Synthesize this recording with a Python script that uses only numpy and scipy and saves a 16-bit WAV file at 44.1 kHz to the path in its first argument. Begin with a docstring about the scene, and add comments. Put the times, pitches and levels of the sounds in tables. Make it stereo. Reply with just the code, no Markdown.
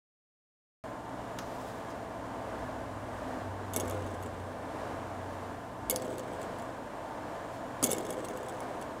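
"""Plastic dancer spinning on a desk

Close camera microphone in a quiet room. A small plastic dancer, loose between two pivots, is flicked
round three times by a finger. Its tips chatter in their sockets: sharp clicks ring the figure and knock
its base, and the rolling tips rumble on as it spins down. Soft rumble and rustle swell close by. Further
off are two small ticks, a fan, a faint electronic whine and the drone of a vehicle passing outside."""
import sys
import numpy as np
from scipy import signal
from scipy.fft import rfft, irfft
from scipy.io import wavfile
from scipy.ndimage import uniform_filter1d

SR = 44100
rng = np.random.default_rng(int(sys.argv[2]) if len(sys.argv) > 2 else 0)


def store_pcm(level_fs):
    """Save levels as 16-bit WAV."""
    pcm = np.round(np.clip(level_fs, -1, 1) * 32767).astype(np.int16)
    wavfile.write(sys.argv[1], SR, np.atleast_2d(pcm).T)


N = 396900
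T = np.arange(N) / SR

# The clearest knocks of a tip in its socket. Each row: start in seconds, relative level in dB,
# top band over the 7 kHz ring in dB, bounce delay in seconds (3 ms or less gives no bounce).
TIP_KNOCKS = [(3.7355, -36, 1, 0.0047), (3.762, -24.5, 2, 0), (3.77, -36, -6, 0), (3.7989, -32, -2, .007),
              (3.8794, -43, -3, 0), (3.8972, -40, 4, .012), (4.0636, -54, -4, .008),
              (4.2261, -48.5, 1, 0.0074), (4.2613, -49, -10, 0), (5.8978, -21, 8.5, 0.011),
              (5.9013, -32.5, -5, .005), (5.9602, -27, 0, 0.0016), (6.0203, -42, -8, 0.0014),
              (6.182, -43.5, 1, 0.012), (6.4156, -47, -8, .013), (6.5856, -52, 3, 0.011),
              (6.621, -51, -5, 0.00043), (7.8271, -26.5, -10, 0.0077), (7.8387, -22, 13, 0.0074),
              (7.8408, -19.5, -9, 0), (7.8616, -31, 4, 0.0091), (7.8928, -39, -5, 0.0082),
              (7.9056, -34, -6, .005), (7.9151, -24.5, 6, .0154), (7.9224, -35, -3, 0),
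              (7.9828, -36.5, -1, 0), (8.0659, -44.5, -8, 0.001), (8.1049, -35.5, 2, 0),
              (8.2474, -43, -5, 0.0049), (8.285, -42.5, -8, 0.00036), (8.3733, -45, -1, 0.00071),
              (8.4843, -45, -3, 0.011), (8.6037, -44, -7, 0), (8.8134, -47, -7, 0.011)]
# Modes of the figure and its arch. Each row: frequency in Hz, relative level in dB, t60 in seconds.
FIGURE_MODES = [(2193, -6, 0.12), (2767, -2.5, 0.048), (3025, -6.5, 0.063), (3330, -2, 0.038),
                (3575, -5, 0.045), (4510, -8, 0.038), (5520, -14.5, 0.031), (5750, -17, .025),
                (6280, 0, 0.018), (6700, 0.5, 0.023), (7160, -5.5, 0.042), (7690, -0.5, 0.044),
                (8060, -3, 0.032), (8370, -2, 0.031), (9650, -7.5, 0.041), (9740, -8, .035),
                (9920, 3.5, 0.03), (10660, 8.5, 0.0084), (12000, -7, 0.022), (15000, -15, .02),
                (15200, -10, .025)]
# Modes of the base on the desk. 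Each row: frequency in Hz, relative level in dB, t60 in seconds.
BASE_MODES = [(185, -8, 0.068), (237, -4, 0.11), (311, -1, 0.089), (360, -6, 0.027), (433, -1.5, 0.063),
              (512.5, 2, 0.15), (610, -1, 0.062), (656, -2.5, 0.063), (794, -6, 0.047), (1000, -10, 0.029),
              (1273, -10, .035)]
# Heavy blows that reach the desk. Each row: start in seconds, relative level in dB.
THUMPS = [(3.763, -35), (3.834, -35), (5.945, -35), (7.828, -27), (7.842, -29.5), (7.891, -28.5),
          (7.93, -29.5)]
# One spin per flick. Each row: start and time to rest in seconds, relative roll and rattle levels in dB.
SPINS = [(3.741, 1.1, -36.5, -51), (5.895, 1.11, -35.5, -48), (7.825, 1.6, -35, -38.5)]
# Resonances that the rolling tip excites. Each row: centre in Hz, width in Hz, boost in dB.
TIP_RESONANCES = [(2120, 70, 9), (3260, 1300, 12.5), (6400, 1100, 8), (8060, 400, 13.5), (10000, 420, 17),
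                  (12500, 500, 11), (14200, 900, 6)]
# Small ticks in the room. Each row: start in seconds, level in dB, t60 in seconds.
TICKS = [(1.3875, -31.5, 0.021), (1.903, -50, .06)]
# Spectrum of a tick. Each row: frequency in Hz, relative level in dB.
TICK_SPECTRUM = [(600, -15), (1300, 11.5), (2200, -1.5), (4000, -3), (4900, -1), (6500, 2), (8000, -13),
                 (12000, -12), (16000, -20)]
# Soft swells near the microphone; the last is a faint, breathy swish.
# Each row: centre and half length in seconds, rumble and rustle levels in dB.
SOFT_SWELLS = [(1.66, 0.25, -59, -60.5), (2.63, 0.12, -48, -80), (4.1, 0.43, -53, -84),
               (5.4, 0.13, -58, -69), (5.871, 0.089, -51, -85), (7.551, 0.078, -64, -66)]
# Dull rumble through the walls and the camera's body. Each row: frequency in Hz, relative level in dB.
RUMBLE_SPECTRUM = [(12, -27), (30, -19), (60, 6), (80, -1), (140, -7.5), (500, -56)]
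# Rush of room air and fan. Each row: frequency in Hz, relative level in dB.
AIR_SPECTRUM = [(15, -40), (25, -12.5), (99, -6), (153, -12.5), (242, -6.5), (309, -3.5), (373, -12),
                (659, -0.5), (840, -6.5), (1020, -6.5), (1740, -19), (2550, -25), (9320, -39),
                (14800, -43.5), (16000, -50)]
# Resonances of the fan's housing and the room. Each row: centre in Hz, width in Hz, gain in dB.
HOUSING_RESONANCES = [(160, 30, 1.5), (244, 73, 3), (400, 106, 3.5), (627, 43, 0), (870, 50, -1),
                      (1046, 81, -1.5), (1308, 40, -7), (1690, 320, 4), (2526, 39, -10.5)]
# Mains hum and fan tones. Each row: frequency in Hz, level in dB.
HUM_TONES = [(120, -57), (186, -63), (447, -59.5), (672, -59.5), (897, -56), (1024, -58)]
# Electronic whine on multiples of 500 Hz. Each row: frequency in Hz, level in dB.
WHINE_TONES = [(7000, -78), (7500, -83), (8000, -83), (8500, -85), (9000, -80), (11000, -83), (12000, -89),
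               (13000, -84), (14000, -88), (15000, -86)]
# The engine pulling. Each row: start in seconds, end in seconds, gain in dB.
ENGINE_PULLS = [(2.582, 2.8, 4), (3.42, 4.503, 9.5), (4.9, 5.633, 6.5)]

MEDIUM_CLICK_DB = -34  # bounce and low ring get a smaller share above this level, a larger one below
MIC_OPENS_S, MIC_TOP_HZ = .839, 15750


def chatter(click_db=-3.0, knock_db=-13.5, knock_growth=0.6, thump_db=-1, soft_hz=520, pressed_t60=0.05):
    """Close to the microphone the pivots click; each click knocks the base, heavy blows thump it."""
    out = np.zeros(N)
    for s, db, top_db in [*contacts(), *rattle()]:
        low_db = -9.5 - 0.35 * (db - MEDIUM_CLICK_DB)  # a harder contact has less of the low ring
        add(out, s, undb(db + click_db) * click(top_db, low_db))
        knock = unit(ring(BASE_MODES, scatter_db=3.0, detune=0.035), size=441)
        add(out, s, undb(knock_db + knock_growth * (db - 20.5)) * knock)
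    soften = signal.butter(1, soft_hz, fs=SR, output="sos")  # a longer push favours the low modes
    for s, db in THUMPS:
        thump = ring(BASE_MODES, scatter_db=5, detune=0.037)
        thump = signal.sosfilt(soften, thump * fade(pressed_t60))  # the pressed base damps quickly
        add(out, s, undb(db + thump_db) * unit(thump, size=441))
    bass_cut = signal.butter(2, 140, "high", fs=SR, output="sos")  # a small base radiates little bass
    return signal.sosfilt(bass_cut, out)


def contacts(bounce_db=-2, bounce_loss=0.12):
    """Each clear knock and any duller bounce, weaker after loud knocks but a little louder after the faintest,
    as (seconds, level dB, top band dB)."""
    for s, db, top_db, bounce_s in TIP_KNOCKS:
        yield s, db, top_db
        if bounce_s > .003:
            yield s + bounce_s, db + bounce_db - bounce_loss * (db - MEDIUM_CLICK_DB), top_db - 5.5


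def rattle(count=24, bunching=2.0, spin_share=.55, fall_db=18.5, scatter_db=4.5, top_db=-4):
    """Loose knocks that thin out and fade after each flick, as (seconds, level dB, top band dB)."""
    for start, length, _, db in SPINS:
        progress = ((np.arange(count) + rng.random(count)) / count) ** bunching
        for p, (loud, bright) in zip(progress, rng.standard_normal((count, 2))):
            s = start + .008 + p * spin_share * length
            yield s, db - fall_db * p ** 0.55 + scatter_db * loud, top_db + 3 * bright


def click(top_db, low_db, crack_db=10, crack_t60=0.0094, tail_db=-6, tail_t60=0.095, rise_s=0.00008):
    """A hard contact cracks, then the figure rings; the contact point balances its registers."""
    grit_envelope = undb(crack_db) * fade(crack_t60) + undb(tail_db) * fade(tail_t60)
    grit = rng.standard_normal(8192) * grit_envelope
    attack = 1 - np.exp(-T[:8192] / rise_s)
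    sound = (ring(FIGURE_MODES, scatter_db=5.5, detune=0.0032) + grit) * attack
    lag = rng.integers(8, 30)
    sound = sound + 0.49 * np.pad(sound, (lag, 0))[:8192]  # an instant rebound makes the click hollow
    registers_hz = [(1800, 4070), (5250, 9800), (9300, 13200), (13300, 14800)]
    low, mid, top, gloss = (unit(band(sound, lo, hi), size=176) for lo, hi in registers_hz)
    return unit(mid + undb(top_db) * top, size=176) + undb(low_db - 1) * low + undb(-12) * gloss


def ring(modes, scatter_db, detune):
    """One blow: each mode answers with a strength and sign that depend on where it lands."""
    out = np.zeros(8192)
    for (hz, db, t60), (sign, loud, sharp) in zip(modes, rng.standard_normal((len(modes), 3))):
        wave = np.sin(2 * np.pi * hz * (1 + detune * sharp) * T[:8192])
        out += np.sign(sign) * undb(db + scatter_db * loud) * fade(t60) * wave
    return out


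def rolling(rumble_db=-2, scrape_db=-19.0, ridges_per_s=220, spread_db=3.5, speed_power=1.71):
    """The tip bumps over tiny ridges in the socket: the base rumbles and the figure rustles."""
    force = sum(undb(db) * spin_speed(start, length) ** speed_power for start, length, db, _ in SPINS)
    ridges = (rng.random(N) < ridges_per_s / SR) * rng.choice([-1, 1], N)
    ridges = ridges * undb(spread_db * np.minimum(rng.exponential(size=N), 3))
    base_ring = ring(BASE_MODES, scatter_db=-0.5, detune=0)
    rumble = unit(band(signal.fftconvolve(ridges, base_ring)[:N], 181, 1230))
    scrapes = signal.fftconvolve(np.abs(ridges), fade(0.025))[:N]  # each ridge scrapes for a few ms
    spectrum = [(300, -27), (1500, 10), (2600, -5), (4600, -9), (8000, -3), (11000, -17), (16000, -12)]
    rustle = unit(colour(rng.standard_normal(N) * scrapes, spectrum, TIP_RESONANCES))
    return force * (undb(rumble_db) * rumble + undb(scrape_db) * rustle)


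def spin_speed(start, length, push_s=0.027):
    """Speed of one spin, 0-1: the finger's quick push, then steady braking by friction."""
    return np.clip((T - start) / push_s, 0, 1) * np.clip(1 - (T - start) / length, 0, 1)


def ticks(tail_db=-17, tail_t60=0.31):
    """Dry ticks with a short wash from the room."""
    out = np.zeros(N)
    for s, db, t60 in TICKS:
        envelope = fade(t60) + undb(tail_db) * fade(tail_t60)
        add(out, s, undb(db) * noise(TICK_SPECTRUM, size=8192) * envelope)
    return out


def soft_swells():
    """Soft swells of rumble and rustle near the microphone; the last is a faint, breathy swish."""
    rumble = noise(RUMBLE_SPECTRUM)
    rustle = noise([(800, -20), (3000, 2.5), (7000, -0.5), (12000, -5.5), (16000, -11)])
    rustle *= undb(2.3 * wander(41.3))
    return sum((undb(rumble_db) * rumble + undb(rustle_db) * rustle) * np.exp(-((T - s) / half) ** 2)
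               for s, half, rumble_db, rustle_db in SOFT_SWELLS)


def fan(air_db=-40.45, waver_db=1.02, side_db=-12.0):
    """Room tone: air rushes through the fan's housing, nearly the same at both microphone ports."""
    mid, side = (noise(AIR_SPECTRUM, HOUSING_RESONANCES) for _ in range(2))
    mid = colour(mid, [(30, -1.5), (90, -5.5), (140, 0.5), (300, -0.5), (3000, 0), (4500, -2),
                       (9000, 2), (12000, -3), (16000, -3)])
    side = colour(side, [(60, -1.5), (150, 7), (500, -3), (1100, 2.5), (3200, -0.5), (5000, -15.5),
                         (8000, -52), (10500, -1.5), (13500, 5)])
    return undb(air_db + waver_db * wander(5.5)) * stereo(mid, undb(side_db) * side)


def hum_and_whine():
    """Behind the desk, mains hum and fan tones waver and a thin electronic whine flickers."""
    hum = sum(tone(hz * (1 + 0.001918 * wander(12)), db + 2 * wander(6)) for hz, db in HUM_TONES)
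    whine = sum(tone(np.full(N, hz), db + 2.5 * wander(4)) for hz, db in WHINE_TONES)
    return hum + whine


def vehicle(engine_hz=100.7, coast_db=-52, throttle_s=0.094, rumble_db=-54, boom_db=-51.5,
            speed_m_s=28, road_m=24.8, nearest_s=3.07):
    """Outside, about 25 m off: an engine sinks in pitch as it passes and swells when it pulls."""
    along_m = speed_m_s * (T - nearest_s)
    distance_m = np.hypot(along_m, road_m)
    receding = along_m / distance_m
    doppler = 1 - speed_m_s / 343 * receding
    effort_db = sum(db * np.clip(np.minimum(T - start, end - T) / throttle_s + .5, 0, 1)
                    for start, end, db in ENGINE_PULLS)
    exhaust_db = 1.5 * receding  # louder from behind, softer from the front
    level_db = coast_db + effort_db + exhaust_db + 2 * wander(15)
    engine = tone(engine_hz * doppler * (1 + 0.01124 * wander(12)), level_db)
    road_rumble = noise(RUMBLE_SPECTRUM)
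    boom = unit(band(rng.standard_normal(N), 250, 262))  # road noise excites a room resonance
    near = road_m / distance_m
    fall_off = near ** 0.79  # sound fades more slowly between the houses
    return (engine + undb(boom_db) * boom) * fall_off + undb(rumble_db) * road_rumble * near


def room(x, wet_db=-20, t60=0.41):
    """Short, soft reflections from the desk and walls, 3 ms behind the direct sound."""
    tail = colour(rng.standard_normal(16384), [(200, -25), (1500, 9), (5000, 15), (16000, -35)])
    tail *= fade(t60, size=16384) * (T[:16384] > .003)
    return x + undb(wet_db) * signal.fftconvolve(x, tail / np.linalg.norm(tail))[:N]


def mic_ports(x, scatter_t60=0.027):
    """Sound scatters round the desk and camera body and reaches the two ports a little differently."""
    scatter = rng.standard_normal(8192) * fade(scatter_t60)
    side = signal.fftconvolve(x, scatter / np.linalg.norm(scatter))[:N]
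    side = colour(side, [(200, -24), (1200, -16), (3200, -14.5), (5000, -45), (8000, -46),
                         (10500, -15), (13500, -10), (16000, -9)])
    shifted = np.imag(signal.hilbert(x))  # the ports also differ in phase
    side += colour(shifted, [(300, -12), (700, -25), (3000, -26), (8000, -46), (11000, -18), (14000, -10)])
    return stereo(x, side)


def stereo(mid, side):
    """Mid and side to left and right."""
    return np.array([mid + side, mid - side])


def undb(db):
    """Decibels to gain."""
    return 10 ** (np.asarray(db) / 20)


def unit(x, size=None):
    """Scale to rms 1 over the first `size` samples (all by default)."""
    return x / np.sqrt(np.mean(x[..., :size] ** 2))


def add(track, s, sound):
    """Mix a sound in at time s."""
    i = int(s * SR)
    track[i:i + len(sound)] += sound[:N - i]


def colour(x, points, bumps=()):
    """Filter by a (Hz, dB) outline with optional (Hz, width Hz, dB) bumps."""
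    f = np.maximum(np.fft.rfftfreq(x.shape[-1], 1 / SR), 1)
    hz, db = np.transpose(points)
    shape = np.interp(np.log(f), np.log(hz), db)
    for centre, width, bump_db in bumps:
        shape = shape + bump_db / (1 + (2 * (f - centre) / width) ** 2)
    return irfft(rfft(x) * undb(shape), x.shape[-1])


def noise(points, bumps=(), size=N):
    """Coloured noise at rms 1."""
    return unit(colour(rng.standard_normal(size), points, bumps))


def band(x, lo_hz, hi_hz):
    """Causal band-pass."""
    return signal.sosfilt(signal.butter(3, [lo_hz, hi_hz], "band", fs=SR, output="sos"), x)


def wander(rate_hz):
    """Smooth random drift with a spread near 1."""
    hold = int(SR / rate_hz)
    steps = np.repeat(rng.standard_normal(N // hold + 1), hold)
    return unit(uniform_filter1d(uniform_filter1d(steps, hold), hold)[:N])


def fade(t60, size=8192):
    """Exponential decay that loses 60 dB in t60 seconds."""
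    return np.exp(-np.log(1000) * T[:size] / t60)


def tone(hz, db):
    """A sine of given rms level that follows a pitch curve."""
    return np.sqrt(2) * undb(db) * np.sin(2 * np.pi * (np.cumsum(hz) / SR + rng.random()))


def scene():
    """The figure close in front of the microphone, the room behind, the road outside."""
    close = room(chatter() + rolling() + ticks()) + soft_swells()
    return mic_ports(close) + fan() + hum_and_whine() + vehicle()


def record(dry):
    """The camera microphone opens after a moment and cuts the top; its ports differ a little in colour."""
    tilt = [(40, 1.4), (150, 0.68), (500, -0.86), (1200, -0.44), (4000, -0.2), (9000, 0.2)]
    left = colour(dry[0], tilt)
    right = colour(dry[1], [(hz, -db) for hz, db in tilt])
    top_cut = signal.ellip(10, .2, 80, MIC_TOP_HZ, fs=SR, output="sos")
    return signal.sosfilt(top_cut, np.array([left, right]) * (T >= MIC_OPENS_S))


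dry = scene()
out = record(dry)
store_pcm(out)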